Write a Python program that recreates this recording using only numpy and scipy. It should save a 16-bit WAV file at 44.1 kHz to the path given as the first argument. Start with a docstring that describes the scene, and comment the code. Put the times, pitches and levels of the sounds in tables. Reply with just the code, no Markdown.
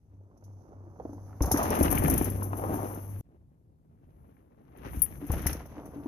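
"""Beside a forest trail, a mountain bike rolls past a small housing with two microphones; after a hard cut
it passes again. Shaped noise makes the tyres rumble, scrub and crunch on soil; fading tones thump the ground
and ring the frame. Noise bursts snap twigs and slap the chain, metal tones ring, and a low hum wavers.
The two microphone ports of the housing colour the treble very differently."""
import sys
import numpy as np
from scipy import signal
from scipy.io import wavfile
from scipy.ndimage import uniform_filter1d, map_coordinates

SR = 44100
rng = np.random.default_rng(int(sys.argv[2]) if len(sys.argv) > 2 else 0)


def waveform_to_disk(signal):
    """Save audio, clipped to [-1, 1], as 16-bit WAV at the path in sys.argv[1]."""
    frames = np.transpose(np.atleast_2d(signal))
    scaled = np.clip(frames, -1, 1) * 32767
    samples = np.round(scaled).astype(np.int16)
    wavfile.write(sys.argv[1], SR, samples)


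N = 267907

# Low tone, up to the cut: (time [s], level [dB])
HUM_CURVE = [(0., -54), (.5, -47), (.85, -48.5), (1.2, -46), (1.4, -47.5), (1.6, -48), (2.05, -43),
             (2.17, -36), (2.45, -34), (3.02, -42), (3.15, -38.5)]
# Where the bike is: (time [s], left minus right level [dB], left port lags right [ms])
BEARING_CURVE = [(0, -4.5, .23), (.7, -8.5, 0.25), (1.2, -6, 0.16), (1.5, -2.5, -0.15), (1.7, 0.5, -0.36),
                 (2., 7, -0.47), (2.25, 4.5, -0.33), (2.8, 4.5, -0.31), (3.2, 6, -0.29), (3.7, 3.5, -0.38),
                 (4.5, 8.5, -0.53), (4.95, 10, -0.4), (5.25, 5, -0.16), (5.5, -2, 0.01), (6.07, 1, 0.18)]
# Rolling noise, one list per pass:
# (time [s], ground rumble [dB], tread scrub [dB], clod crunch [dB], grit hiss [dB])
TYRE_CURVES = [
    [(0.0, -63, -88.5, -85, -95), (0.28, -58.5, -75, -92, -97), (0.55, -59.5, -71, -88, -86.5),
     (0.84, -56, -65.5, -103, -90), (1.1, -48, -63.5, -85, -78.5), (1.4, -60, -62, -76, -72.5),
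     (1.44, -37, -41.5, -53, -60), (1.53, -37, -39, -46, -52), (1.6, -41, -33.5, -39, -49),
     (1.82, -34, -36.5, -40, -46.5), (2.08, -26, -42, -40, -40.5), (2.27, -34.5, -52, -48, -46.5),
     (2.45, -40.5, -54.5, -61.5, -56), (2.7, -38.5, -41.5, -56, -50), (2.85, -42, -42, -54.5, -46.5),
     (3.0, -48, -53, -61.5, -53), (3.15, -47, -64, -63.5, -56.5)],
    [(3.3, -57.5, -85.5, -85.5, -94), (3.75, -63, -87.5, -94, -96.5), (4.0, -59.5, -81, -83, -92),
     (4.22, -58, -77.5, -79, -80), (4.36, -60, -76, -77, -82), (4.5, -61, -79.5, -82.5, -90.5),
     (4.75, -55.5, -69.5, -69, -79.5), (4.86, -46, -61, -54, -63), (4.95, -39.5, -63, -50, -51),
     (5.02, -47.5, -65, -58.5, -51), (5.19, -49, -65.5, -61.5, -61), (5.29, -47.5, -62.5, -55, -61),
     (5.33, -33, -48, -41, -47), (5.42, -40.5, -57.5, -51, -57), (5.48, -39.5, -51, -42, -62),
     (5.63, -49, -63, -57, -72), (5.85, -50.5, -56.5, -66, -71), (6.07, -48.5, -56.5, -63.5, -69)],
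]
# Tone colour of the ground rumble: (frequency [Hz], level [dB])
RUMBLE_COLOUR = [(12, -43.5), (20, -8.5), (60, 6.5), (150, -3), (205, -11), (260, -13), (340, -21.5),
                 (570, -120)]
# A pebble rattling off the brake disc: (time [s], level of the tick [dB])
PEBBLE_HITS = [(5.0193, -8.5), (5.0254, -13), (5.0324, -22), (5.0394, -19.5), (5.0541, -27)]
# Ringing tones of the brake disc, before an extra fade: (frequency [Hz], level [dB], time to fall 60 dB [s])
DISC_TONES = [(10410, -8, 0.23), (10580, 0, 0.19), (11220, -15, 0.17), (12030, -13, 0.26),
              (12480, -23, 0.2), (12870, -10, 0.083), (13010, -13, 0.18), (13450, -16, 0.11),
              (14300, -37, 0.37)]
# Chain slaps: (time [s], level of the bright burst [dB], time to fall 60 dB [s])
CHAIN_SLAPS = [(0.373, -65.5, .051), (0.4372, -58, 0.11), (1.131, -58, 0.028), (1.4196, -24, 0.081),
               (1.4565, -30, 0.1), (1.5148, -13, 0.088), (1.571, -20, 0.1), (1.6287, -21, .1),
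               (1.704, -19, 0.02), (1.7474, -26, 0.17), (1.7876, -26, 0.39), (1.8284, -12.5, .043),
               (1.8464, -24, .055), (1.9031, -22, .085), (1.9112, -11.5, 0.056), (1.925, -15, 0.021),
               (1.952, -19.5, 0.037), (1.981, -16, 0.057), (2.036, -21, .07), (2.0792, -18, 0.042),
               (2.0987, -11, 0.027), (2.1087, -17, 0.028), (2.1246, -30, .049), (2.138, -14.5, 0.024),
               (2.1773, -13.5, 0.042), (2.219, -26, 0.11), (2.243, -19.5, .074), (2.2995, -25, 0.054),
               (2.3586, -35.5, 0.1), (2.428, -26, .13), (2.569, -31, 0.13), (2.7377, -29, 0.14),
               (2.944, -34, 0.056), (4.771, -48, 0.066), (4.993, -36, 0.034), (5.265, -38, 0.14),
               (5.316, -23, 0.058), (5.379, -36, .11), (5.4168, -33.5, .07), (5.4655, -12, 0.043),
               (5.5, -37, 0.043), (5.5292, -24, 0.032), (5.658, -44.5, .065), (5.8548, -46, 0.1)]
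# Ringing tones of the chain, before an extra fade: (frequency [Hz], level [dB], time to fall 60 dB [s])
CHAIN_TONES = [(5545, -2, 0.13), (10720, -3, 0.12), (10870, 0, 0.11), (11050, -10, 0.25),
               (11420, -14, 0.37), (12510, -16, 0.85)]
# Twigs and stones snapping under the tread: (time [s], level before panning [dB], pitch [Hz])
TWIG_SNAPS = [(0.312, -59, 740), (0.424, -53, 679), (0.729, -48.5, 660), (0.998, -35, 570),
              (1.05, -37, 560), (1.091, -44, 594), (1.131, -44.5, 694), (1.179, -44.5, 619),
              (1.328, -45.5, 860), (1.406, -25.5, 590), (1.442, -33, 685), (1.512, -20, 670),
              (1.542, -22, 850), (1.563, -23, 1300), (1.591, -22, 1100), (1.62, -22, 900),
              (1.665, -29.5, 720), (1.728, -23, 1250), (1.752, -26, 1996), (1.771, -27, 606),
              (1.808, -18.5, 694), (1.873, -27, 755), (1.881, -21.5, 2170), (1.927, -23, 610),
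              (1.977, -18.5, 2050), (2.022, -27, 632), (2.047, -25.5, 1900), (2.059, -20.5, 2200),
              (2.081, -22, 730), (2.134, -27.5, 2810), (2.212, -23.5, 850), (2.422, -29.5, 880),
              (2.531, -22.5, 760), (2.594, -30, 640), (2.619, -31, 829), (2.637, -26, 660),
              (2.694, -32, 708), (2.79, -33, 760), (4.243, -60, 740), (4.368, -60, 1835),
              (4.75, -52.5, 638), (4.777, -55.5, 636), (4.849, -41, 780), (4.932, -39, 900),
              (5.037, -44, 1950), (5.062, -39.5, 1800), (5.124, -40.5, 1900), (5.224, -50, 770),
              (5.302, -31, 730), (5.336, -28, 704), (5.459, -28.5, 700), (5.468, -24.5, 1880),
              (5.529, -38, 1640), (5.604, -38, 715), (5.655, -44, 640), (5.763, -47, 600),
              (5.86, -47, 1300), (6.057, -41, 650)]
# Wheels landing on roots and soil:
# (time [s], level before panning [dB], pitch it settles to [Hz], time to fall 60 dB [s])
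WHEEL_THUMPS = [(1.408, -17, 60.7, 0.26), (1.521, -24, 75.4, 0.27), (1.7, -29, 68, 0.2),
                (1.806, -17, 72.7, 0.24), (1.892, -23.5, 57.4, 0.41), (2.04, -20.5, 152, 0.21),
                (2.1, -26, 66, 0.3), (4.852, -41.5, 106.7, 0.36), (4.971, -27, 59.8, 0.23),
                (5.298, -19, 69.8, 0.31), (5.458, -21.5, 68.7, 0.32), (5.52, -30, 91.4, 0.17)]
# Blows that ring the frame: (time [s], level before panning [dB], time to fall 60 dB [s])
FRAME_KNOCKS = [(1.051, -31.5, .051), (1.093, -36.5, 0.069), (1.129, -41, 0.15), (1.41, -20.5, 0.066),
                (1.541, -14.5, 0.051), (1.789, -23, 0.14), (1.811, -16, 0.073), (1.9, -33, 0.56),
                (2.045, -26.5, 0.16), (2.134, -21.5, 0.11), (2.211, -20, 0.046), (2.423, -34, 0.071),
                (2.523, -36, 0.13), (2.741, -32, 0.11), (4.929, -42.5, 0.28), (5.224, -31, .12),
                (5.3, -40, 0.072), (5.459, -33.5, 0.096), (5.764, -39, 0.089), (5.96, -38.5, 0.15),
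                (5.984, -43, .15), (6.057, -30.5, 0.098)]
# Ringing tones of the frame: (frequency [Hz], level [dB])
FRAME_TONES = [(287.4, 0.5), (247.2, -10), (338, -11)]
# Gain of each microphone port: (frequency [Hz], left [dB], right [dB])
PORT_GAINS = [(19.74, -6, -8.5), (314, 7, 7), (2140, -1.02, -5), (3128, -8, -8.5), (4100, -16, -10.5),
              (5060, -25, -6.5), (6290, -21.5, 7), (6660, -40.5, -2.5), (7845, -43, -37.5),
              (8260, -22, -49.5), (9740, -3, -46), (9940, 4.5, -33.5), (10980, 10.5, -18),
              (11900, 7.5, -14.5), (13800, 0.5, -9.5)]

# near silence lasts a third of the gap; full level is back after 1.3 gaps
CUT_S, CUT_GAP_S = 3.21, 0.045
HUM_HZ = 98.36
WHEEL_HZ, FIRST_DIP_S, DIP_DB, THROB_END_S = 3.08, 0.026, -20, 1.16  # one hum dip per wheel turn
TRUNKS_DB, TRUNKS_T60_S = -10, 0.27  # T60: time to fall 60 dB
# the band near 6 kHz enters by the right port and is shaded as the bike moves left
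GRIT_CENTRE_DB, GRIT_DB_PER_DB = -4, -1.7  # level with the bike at centre; change per dB of bearing
SLAP_CENTRE_DB, SLAP_DB_PER_DB = -8.5, -2.2
DISC_DB, DISC_FADE_S = -10.5, 0.036
CHAIN_DB, LINK_DB = -27.5, -14.5  # high chain tones; the lowest one, before shading
CRUNCH_PAN, SNAP_PAN = 0.47, 0.77  # share of the bearing that these wider sources follow
SNAP_CYCLES = 26  # cycles of its own pitch for a snap to fall 60 dB
CRACK_DB, CRACK_FOLLOWS = -11.5, 0.45  # the crack grows where the crunch outweighs the scrub
HEAVE_HZ = 42
BUZZ_DB = -1.5  # the frame buzz lies midway between rumble and scrub, plus this
HISS_DB = -89.5
EDGE_HZ, TOP_HZ = 14600, 15750  # treble shelf; final cut


def undb(db):
    """Turn decibels into a plain gain."""
    return 10 ** (np.asarray(db) / 20)


def unit(x):
    """Scale a sound to an average strength (rms) of 1."""
    return x / np.sqrt(np.mean(x ** 2))


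def colour(x, hz, db):
    """Filter through (Hz, dB) points without sounding early, by folding the log gain's cepstrum forward."""
    size = 8192
    f = np.maximum(np.arange(size // 2 + 1) * SR / size, 1)
    log_gain = np.interp(np.log(f), np.log(hz), db) * np.log(10) / 20
    ceps = np.fft.irfft(log_gain)
    ceps[1:size // 2] *= 2
    ceps[size // 2 + 1:] = 0
    impulse = np.fft.irfft(np.exp(np.fft.rfft(ceps)))
    return signal.fftconvolve(x, impulse)[:N]


def band(x, lo_hz, hi_hz, order=2):
    """Keep only the pitches between two limits."""
    sos = signal.butter(order, [lo_hz, hi_hz], "band", fs=SR, output="sos")
    return signal.sosfilt(sos, x)


def walk(rate):
    """Random wavering: levels held 1 / rate seconds, then smoothed twice."""
    k = int(SR / rate)
    steps = np.repeat(rng.standard_normal(N // k + 1), k)
    return 1.22 * uniform_filter1d(uniform_filter1d(steps, k), k)[:N]


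def grains(rate, spread_db, bed_db):
    """Scattered clicks, about rate a second, of uneven but bounded size over a fine hiss."""
    hit = rng.random(N) < rate / SR
    size = np.minimum(rng.exponential(size=N), 2.2)
    sign_noise, hiss = rng.standard_normal((2, N))
    clicks = hit * np.sign(sign_noise) * undb(spread_db * size)
    return unit(clicks) + undb(bed_db) * hiss


def crumble(lo_hz, hi_hz, tilt_db, patchy_db, rate, count):
    """Clods break up: cracks click across all pitches, while crumbs of each size hiss in their own patches."""
    edges = np.geomspace(lo_hz, hi_hz, count + 1)
    cracks = grains(rate, 3.63, -13.5)
    out = np.zeros(N)
    for k, (lo, hi) in enumerate(zip(edges, edges[1:])):
        crumbs = undb(-0.5 + patchy_db * walk(30)) * rng.standard_normal(N)
        out += undb(tilt_db * k) * unit(band(cracks + crumbs, lo / 1.13, hi * 1.262))  # bands overlap
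    return unit(out)


def columns(passes):
    """Turn the curve rows of the two passes into smooth controls that jump at the cut."""
    t = np.arange(N) / SR
    first, second = (np.transpose(rows) for rows in passes)
    return [np.where(t < CUT_S, np.interp(t, first[0], a), np.interp(t, second[0], b))
            for a, b in zip(first[1:], second[1:])]


def add(out, s, x):
    """Mix x into out from time s."""
    i = int(s * SR)
    out[..., i:i + x.shape[-1]] += x[..., :N - i]


def since(control, s, length):
    """Read a stretch of a control from time s, wrapping round at the end."""
    return np.roll(control, -int(s * SR))[:length]


def pair(make, pan_db, apart):
    """One source at both ports; a share arrives by separate paths and is unrelated."""
    share = np.clip(apart, 0, 1)
    both = np.sqrt(1 - share) * make() + np.sqrt(share) * np.array([make(), make()])
    return both * undb(np.array([pan_db, -pan_db]) / 2)


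def fade(t60, attack_s):
    """Times and loudness shape of a blow: quick rise, steady dying away, at most 0.4 s."""
    t = np.arange(int(0.4 * SR)) / SR
    return t, (1 - np.exp(-t / attack_s)) * np.exp(-np.log(1000) * t / max(t60, 0.005))


def burst(env, lo_hz, hi_hz, channels):
    """Noise between two pitches under a loudness shape, peak 1."""
    x = env * band(rng.standard_normal((channels, len(env))), lo_hz, hi_hz)
    return x / np.abs(x).max()


def ring(t, modes):
    """Metal rings as several dying tones, each starting at a random point of its cycle."""
    out = np.zeros(len(t))
    for hz, db, t60 in modes:
        phase = 2 * np.pi * rng.random()
        out += undb(db) * np.exp(-np.log(1000) * t / t60) * np.sin(2 * np.pi * hz * t + phase)
    return np.minimum(t / 0.00062, 1) * out


def bearing(s):
    """Left minus right level of the bike at times s, in dB."""
    return np.interp(s, *np.transpose(BEARING_CURVE)[:2])


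def trunks(x):
    """Trunks and slope scatter the sharp sounds given here into a short noisy tail."""
    t, env = fade(TRUNKS_T60_S, 0.004)
    tail = env * rng.standard_normal((2, len(t)))
    tail /= np.sqrt(np.sum(tail[0] ** 2))
    return x + undb(TRUNKS_DB) * signal.fftconvolve(x, tail, axes=1)[:, :N]


def hum():
    """A low tone that dips once a wheel turn as the bike nears and holds as it leaves, wavering slightly."""
    t = np.arange(N) / SR
    hz = HUM_HZ * (1 + 0.012 * walk(15))
    dips = DIP_DB * (t < THROB_END_S) * np.abs(np.cos(np.pi * WHEEL_HZ * (t - FIRST_DIP_S))) ** 4
    db = np.interp(t, *np.transpose(HUM_CURVE)) + dips + 0.5 * walk(5.4)
    tone = np.sqrt(2) * np.sin(2 * np.pi * np.cumsum(hz) / SR)
    return tone * undb(db) * (t < CUT_S)


def grit():
    """Fine grit and needles hiss under the tread: dense clicks in two treble bands."""
    top_db = columns(TYRE_CURVES)[3]
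    mid_db = top_db + GRIT_CENTRE_DB + GRIT_DB_PER_DB * bearing(np.arange(N) / SR)
    top = pair(lambda: unit(band(grains(2800, 6.6, 0.1), 8000, 16000)), np.zeros(N), 0.63)
    mid = pair(lambda: unit(band(grains(2500, 4.2, 0.12), 4200, 6830)), np.zeros(N), 0.64)
    return undb(1.6 * walk(72)) * (undb(top_db) * top + undb(mid_db) * mid)


def pings():
    """A pebble ticks on the brake disc, which rings with a clear but chattering tone."""
    out = np.zeros((2, N))
    chatter = undb(2.1 * walk(300))
    for s, db in PEBBLE_HITS:
        t, env = fade(0.01, 0.0002)
        clear = ring(t, DISC_TONES) * np.exp(-t / DISC_FADE_S) * since(chatter, s, len(t))
        tick = burst(env, 11500, 13700, channels=2)
        add(out, s, undb(db) * (undb(DISC_DB) * clear + tick))
    return out


def chain():
    """Chain slaps are bright noise bursts with a little metal ring."""
    out = np.zeros((2, N))
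    for s, db, t60 in CHAIN_SLAPS:
        mid_db = SLAP_CENTRE_DB + SLAP_DB_PER_DB * bearing(s)
        t, env = fade(t60, 0.0014)
        bright = burst(env, 9100, 19000, channels=2)
        mid = undb(mid_db) * burst(env, 4400, 8000, channels=2)
        high_ring = undb(CHAIN_DB) * ring(t, CHAIN_TONES[1:])
        low_ring = undb(LINK_DB + mid_db) * ring(t, CHAIN_TONES[:1])
        rings = (high_ring + low_ring) * np.exp(-t / 0.045)
        add(out, s, undb(db) * (bright + mid + rings))
    return out


def snaps():
    """Each snap is a short noise burst around its own pitch with a sharper crack on top."""
    out = np.zeros((2, N))
    _, scrub_db, crunch_db, _ = columns(TYRE_CURVES)
    bright_db = crunch_db - scrub_db
    for s, db, hz in TWIG_SNAPS:
        _, env = fade(SNAP_CYCLES / hz, 0.0008)
        pan_db = SNAP_PAN * bearing(s)
        body = burst(env, hz / 1.44, hz * 1.42, channels=1)
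        crack_db = CRACK_DB + CRACK_FOLLOWS * bright_db[int(s * SR)]
        crack = undb(crack_db) * burst(env ** 2, 1500, 2900, channels=1)
        add(out, s, undb(db + np.array([[pan_db], [-pan_db]]) / 2) * (body + crack))
    return out


def bumps():
    """Thumps sag in pitch as the tyre spreads; knocks ring the frame, roughened by rattle."""
    out = np.zeros(N)
    for s, db, hz, t60 in WHEEL_THUMPS:
        t, env = fade(t60, 0.0017)
        soil_heave = undb(db - 7) * np.sin(2 * np.pi * HEAVE_HZ * t) * np.exp(-t / 0.05)
        sagging_t = t + 0.0066 * (1 - np.exp(-t / 0.0025))  # runs fast at first, so the pitch starts high
        add(out, s, soil_heave - undb(db) * env * np.sin(2 * np.pi * hz * sagging_t))
    rattle = 1 + 0.25 * walk(60)
    for s, db, t60 in FRAME_KNOCKS:
        t, env = fade(t60, 0.0041)
        tones = sum(undb(g) * np.sin(2 * np.pi * hz * t) for hz, g in FRAME_TONES)
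        add(out, s, undb(db) * env * tones * since(rattle, s, len(t)))
    return out * undb(np.array([[1.2], [-1.2]]))  # slightly louder on the left


def tyres():
    """Rolling noise: the ground rumbles, the frame buzzes, the tread scrubs and crunches."""
    rumble_db, scrub_db, crunch_db, _ = columns(TYRE_CURVES)
    buzz_db = (rumble_db + scrub_db) / 2 + BUZZ_DB
    scrub_pan = bearing(np.arange(N) / SR)
    centre = np.zeros(N)
    rumble = pair(lambda: unit(colour(rng.standard_normal(N), *np.transpose(RUMBLE_COLOUR))), centre, 0.2)
    buzz = pair(lambda: crumble(190, 570, -2.4, 2.1, 60, count=3), centre, 0.13)
    scrub = pair(lambda: crumble(600, 1016, -1.4, 3.1, 110, count=2), scrub_pan, 0.3)
    crunch = pair(lambda: crumble(1200, 3400, 0.046, 2.2, 120, count=3), CRUNCH_PAN * scrub_pan, 0.86)
    lumps = walk(45)  # uneven ground loads the tread in bursts
    return (rumble * undb(rumble_db + 2.2 * walk(7.4)) + buzz * undb(buzz_db + 3.3 * lumps)
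            + scrub * undb(scrub_db + 1.6 * lumps) + crunch * undb(crunch_db + 3.1 * lumps))


def scene():
    """Mix all sources, delay the left port by direction, and dip almost to silence at the cut."""
    out = hum() + grit() + pings() + trunks(snaps() + chain()) + bumps() + tyres()
    i = np.arange(N)
    lag = np.interp(i / SR, *np.transpose(BEARING_CURVE)[::2]) * SR / 1000  # ms to samples
    out[0] = map_coordinates(out[0], [i - lag], order=5, mode="nearest")
    after_cut_s = i / SR - CUT_S
    return out * np.where(after_cut_s < 0, 1, np.clip(after_cut_s / CUT_GAP_S - 0.3, 0.03, 1))


def record(dry):
    """Each port has its own cavity resonances; a shelf drops the highest treble and the recorder cuts the top."""
    hz, *gains = np.transpose(PORT_GAINS)
    ports = np.array([colour(x, hz, db) for x, db in zip(dry, gains)])
    ports = ports + undb(HISS_DB) * rng.standard_normal(dry.shape)  # preamplifier hiss
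    shelf = signal.ellip(6, 0.5, 24, EDGE_HZ, fs=SR, output="sos")
    top_cut = signal.ellip(12, 0.2, 80, TOP_HZ, fs=SR, output="sos")
    return signal.sosfilt(top_cut, signal.sosfilt(shelf, ports))


dry = scene()
out = record(dry)
waveform_to_disk(out)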